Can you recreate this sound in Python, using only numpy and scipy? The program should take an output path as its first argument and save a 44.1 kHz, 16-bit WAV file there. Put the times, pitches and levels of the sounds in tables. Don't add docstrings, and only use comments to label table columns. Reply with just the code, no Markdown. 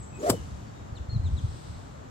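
import sys
import numpy as np
from scipy import signal
from scipy.fft import rfft, irfft
from scipy.io import wavfile

SR = 44100
rng = np.random.default_rng(int(sys.argv[2]) if len(sys.argv) > 2 else 0)


def digitize_waveform(pressure):
    field = np.atleast_2d(pressure).T
    bounded = np.clip(field, -1, 1)
    quanta = np.round(bounded * 32767).astype(np.int16)
    wavfile.write(sys.argv[1], SR, quanta)


N = 92610
T = np.arange(N) / SR
HZ = np.arange(N // 2 + 1) * SR / N
SIDES = np.array([[1], [-1]])

PASS_S = .3018
VORTEX_WIDTH = 0.0601
# (frequency [Hz], spectrum level [dB])
HISS_SPECTRUM = [(300, 0), (1200, 1.5), (2200, -0.5), (4300, 0.5), (6300, -0.5), (7700, 2), (9500, -6.5),
                 (15500, -15)]


def undb(db):
    return 10 ** (np.asarray(db) / 20)


def unit(x):
    return x / np.sqrt(np.mean(x ** 2))


def curve(table, column=1):
    rows = np.array(table)
    return np.interp(T, rows[:, 0], rows[:, column])


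def over_hz(points):
    rows = np.array(points)
    return np.interp(np.log(HZ + 1), np.log(rows[:, 0]), rows[:, 1])


def noise(points):
    return unit(irfft(rfft(rng.standard_normal(N)) * undb(over_hz(points)), N))


def wander(hz):
    lowpass = np.exp(-.5 * (HZ / hz) ** 2)
    return unit(irfft(rfft(rng.standard_normal(N)) * lowpass, N))


def place(x, pan_db, lag_s):
    spectrum = rfft(x)
    turn_rad = np.pi * np.minimum(HZ * lag_s, 1)
    left = irfft(spectrum * undb(pan_db / 2) * np.exp(1j * turn_rad), N)
    right = irfft(spectrum * undb(-pan_db / 2) * np.exp(-1j * turn_rad), N)
    return np.array([left, right])


def around(points):
    # (frequency [Hz], gain [dB])
    side_gain = [(200, -3.5), (550, 5.5), (2300, 1), (4000, -5), (6300, 2.5), (8300, -5.5), (10500, -16)]
    side = irfft(rfft(noise(points)) * undb(over_hz(side_gain)), N)
    pan_db = 5.5 * np.clip(1 - HZ / 14000, 0, 1)
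    return place(noise(points), pan_db, 0) + side * SIDES


def blown(x, pan_db=1.1, lag_rad=0.71):
    return irfft(rfft(x) * undb(SIDES * pan_db / 2) * np.exp(-.5j * SIDES * lag_rad), N)


def vortices(hz, width, flutter_hz=60, rough=0.33, overtone_db=-16.5):
    phase = 2 * np.pi * np.cumsum(hz * (1 + width * wander(flutter_hz))) / SR
    overtones = np.sin(2 * phase) + .5 * np.sin(3 * phase)
    tone = np.sin(phase) + undb(overtone_db) * overtones
    return unit((1 + rough * wander(flutter_hz)) * tone)


def birds(waver=0.005, edge_power=0.36):
    # (start [s], length [s], first pitch [Hz], last pitch [Hz],
    #  bend [power; 1 straight, more holds the first pitch], level before distance loss [dB])
    notes = [(-.01, 0.062, 8130, 7640, 0.74, -55), (.02, 0.051, 6150, 7740, 0.88, -60),
             (0.043, 0.1, 7800, 7650, 0.83, -61), (.125, 0.069, 2596, 2480, 1.07, -58.5),
             (0.146, 0.039, 7700, 7870, 2.1, -57.5), (0.192, 0.028, 6420, 7550, 0.93, -55.5),
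             (0.326, 0.072, 3020, 2760, 4.7, -58.5), (0.659, 0.036, 4594, 4470, 0.88, -64.5),
             (.705, 0.1, 3853, 3720, 1, -66), (.953, 0.033, 4590, 3300, 0.91, -57),
             (.97, 0.021, 3250, 2610, 0.9, -59.5), (1.093, .079, 4276, 3700, 8, -51.5),
             (1.24, 0.051, 4300, 3004, 1.3, -56), (1.367, 0.035, 4125, 2935, 1.23, -53.5)]
    buzz_above_hz, buzz_waver = 5500, .014
    octave_db, octave_glide_hz_per_s = -10.5, 15000
    near_db = -58
    echo_db, echo_rise_s, echo_fall_s = -4.5, 0.017, 0.049
    direct, sung = np.zeros(N), np.zeros(N)
    for start_s, length_s, first_hz, last_hz, bend, db in notes:
        u = np.clip((T - start_s) / length_s, 0, 1)
        depth = buzz_waver if first_hz > buzz_above_hz else waver
        glide_hz = first_hz + (last_hz - first_hz) * u ** bend
        phase = 2 * np.pi * np.cumsum(glide_hz * (1 + depth * wander(164))) / SR
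        tone = np.sin(phase)
        if (first_hz - last_hz) / length_s > octave_glide_hz_per_s:
            tone += undb(octave_db) * 2 * u * np.sin(2 * phase)
        envelope = (4 * u * (1 - u)) ** edge_power * (1 + 0.26 * wander(110))
        note = undb(db) * np.sqrt(2) * envelope * tone
        sung += note
        direct += note * undb(min(db - near_db, 0))
    echo_envelope = (1 - np.exp(-T / echo_rise_s)) * np.exp(-T / echo_fall_s)
    trees = unit(rng.standard_normal((2, N)) * echo_envelope) / np.sqrt(N)
    echo = signal.fftconvolve(sung[None], trees, axes=1)[:, :N]
    return place(direct, 7.5, 0.00033) + undb(echo_db) * echo


def breeze(side_db=-14):
    # (time [s], level [dB])
    gusts = [(0, -40.5), (.06, -50.5), (.14, -38.5), (.21, -49.5), (.33, -38.5), (.45, -40), (.62, -41.5),
             (.83, -44.5), (1.07, -42.5), (1.16, -31.5), (1.22, -36), (1.32, -32.5), (1.46, -37.5),
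             (1.55, -39.5), (1.62, -47.5), (1.69, -39.5), (1.78, -44.5), (2.1, -47)]
    # (frequency [Hz], spectrum level [dB])
    rumble = [(20, -24.5), (35, -18), (50, -4), (70, 1.5), (120, -1.5), (170, -9), (260, -20), (400, -43),
              (900, -81), (4000, -97)]
    both = blown(noise(rumble)) + undb(side_db) * noise(rumble) * SIDES
    return both * undb(curve(gusts))


def course():
    # (frequency [Hz], spectrum level [dB])
    hush = [(120, -7.5), (200, -0.5), (280, -6.5), (350, -9), (800, -12.5), (1220, -14), (2500, -26),
            (3500, -25.5), (5200, -31), (7600, -28), (9300, -48), (12000, -41.5), (15000, -61)]
    rustle = [(1800, -12), (4000, 1.5), (5500, -3.5), (7000, -11), (8000, 1.5), (9500, -14), (15000, -29)]
    hush_db, rustle_db = -51, -59
    rustle_s, rustle_sigma_s = 1.59, 0.22
    swell = undb(rustle_db) * np.exp(-.5 * ((T - rustle_s) / rustle_sigma_s) ** 2)
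    return undb(hush_db) * around(hush) + swell * around(rustle)


def shaft():
    # (time [s], vortex pitch at the tip [Hz], whistle level [dB])
    swing = [(.15, 290.4, -64), (.19, 360.2, -45.5), (.22, 500.3, -37.5), (.229, 566.3, -36.5),
             (.2355, 589.3, -24.5), (.245, 585, -27.5), (.259, 648, -32), (.269, 729.7, -25),
             (.292, 650.2, -27.5), (.311, 540.5, -34), (.328, 560, -30.5), (.355, 449, -40),
             (.385, 362.9, -54), (.44, 277.8, -59)]
    # (share of the tip's speed [ratio], level [dB])
    sections = [(1.0, -1), (.9, -3.5), (.76, -8), (.6, -11), (.45, -14)]
    gust_db, gust_hz = 1, 70
    stirred_width = 0.0985
    hiss_db, hiss_at_hz, hiss_power = -44.5, 711, 3.25
    tip_hz = curve(swing)
    width = VORTEX_WIDTH + stirred_width * (T > PASS_S)
    whistle = np.zeros(N)
    for share, db in sections:
        gain = undb(db + gust_db * wander(gust_hz))
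        whistle += gain * vortices(tip_hz * share, width)
    moving = (T > swing[0][0]) & (T < swing[-1][0])
    hiss = undb(hiss_db) * (tip_hz / hiss_at_hz) ** hiss_power * moving * around(HISS_SPECTRUM)
    return undb(curve(swing, 2)) * place(whistle, 0.84, 0.00032) + hiss


def head(rough=0.04, eddy_hz=450):
    # (frequency [Hz], spectrum level [dB])
    rush = [(150, 11), (500, 10), (1050, 8), (1500, 1), (2050, -5.5), (2600, -2.5), (3900, -8), (5500, 0.5),
            (6800, -5.5), (7750, 7), (8300, 1), (11500, -4.5), (15500, -11)]
    pass_half_s, distance_power = 0.0043, 2.39
    near_db, tail_db, tail_s = -18.5, -34.5, 0.022
    since_s = T - PASS_S
    near = 1 / (1 + np.abs(since_s / pass_half_s) ** distance_power)
    tail = (since_s > 0) * np.exp(-np.abs(since_s) / tail_s)
    level = undb(near_db) * near + undb(tail_db) * tail
    return noise(rush) * (1 + rough * wander(eddy_hz)) * level


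def wake():
    peak_s, half_s, level_db = .304, 0.0084, -20.5
    peak_hz, end_hz, fall_s = 255.1, 104.93, 0.00627
    since_s = T - peak_s
    hz = end_hz + (peak_hz - end_hz) * (1 - np.tanh(since_s / fall_s))
    return undb(level_db) * vortices(hz, VORTEX_WIDTH, rough=0.36) / (1 + (since_s / half_s) ** 2)


def scatter(level_db=-54, rise_s=0.047, fall_s=0.26, dull_hz=9500):
    since_s = np.maximum(T - PASS_S, 0)
    dulled = [(hz, db - 10 * np.log10(1 + (hz / dull_hz) ** 4)) for hz, db in HISS_SPECTRUM]
    envelope = (1 - np.exp(-since_s / rise_s)) * np.exp(-since_s / fall_s)
    return undb(level_db) * envelope * around(dulled)


def buffets(waver=0.1303):
    # (centre [s], pitch [Hz], bell sigma [s], level [dB])
    eddies = [(0.342, 160, 0.01, -34), (0.929, 90.3, 0.0041, -28.5), (1.014, 65, 0.012, -31),
              (1.094, 75.3, 0.0074, -28), (1.134, 125.9, 0.0034, -23.5), (1.165, 150.2, 0.0048, -20.5),
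              (1.158, 55, 0.013, -29), (1.201, 71.7, 0.0038, -19), (1.259, 75, 0.018, -22.5),
              (1.343, 62.06, 0.015, -22), (1.447, 78.6, 0.011, -22), (1.493, 84, 0.0092, -29),
              (1.705, 95.1, 0.0064, -38)]
    out = np.zeros(N)
    for at_s, hz, sigma_s, db in eddies:
        cycles = np.cumsum(hz * (1 + waver * wander(53.7))) / SR + rng.random()
        bell = np.exp(-.5 * ((T - at_s) / sigma_s) ** 2)
        out += undb(db) * bell * np.sqrt(2) * np.sin(2 * np.pi * cycles)
    return blown(out)


def scene(head_side_db=-14):
    # (frequency [Hz], left minus right [dB])
    head_pan = [(750, 1.5), (1400, 3), (2400, 0), (4200, 14), (6400, 0.5), (7250, 9.5), (8500, 0.5)]
    spread = undb(head_side_db) * head() * SIDES
    passing = place(head() + wake(), over_hz(head_pan), 0.00012)
    club = shaft() + passing + spread
    return birds() + breeze() + course() + club + scatter() + buffets()


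def record(dry, low_cut_hz=24, top_hz=15650):
    thin = irfft(rfft(dry) * (1 - 1 / (1 + (HZ / low_cut_hz) ** 4)), N)
    return signal.sosfilt(signal.ellip(10, .1, 80, top_hz, fs=SR, output="sos"), thin)


dry = scene()
out = record(dry)
digitize_waveform(out)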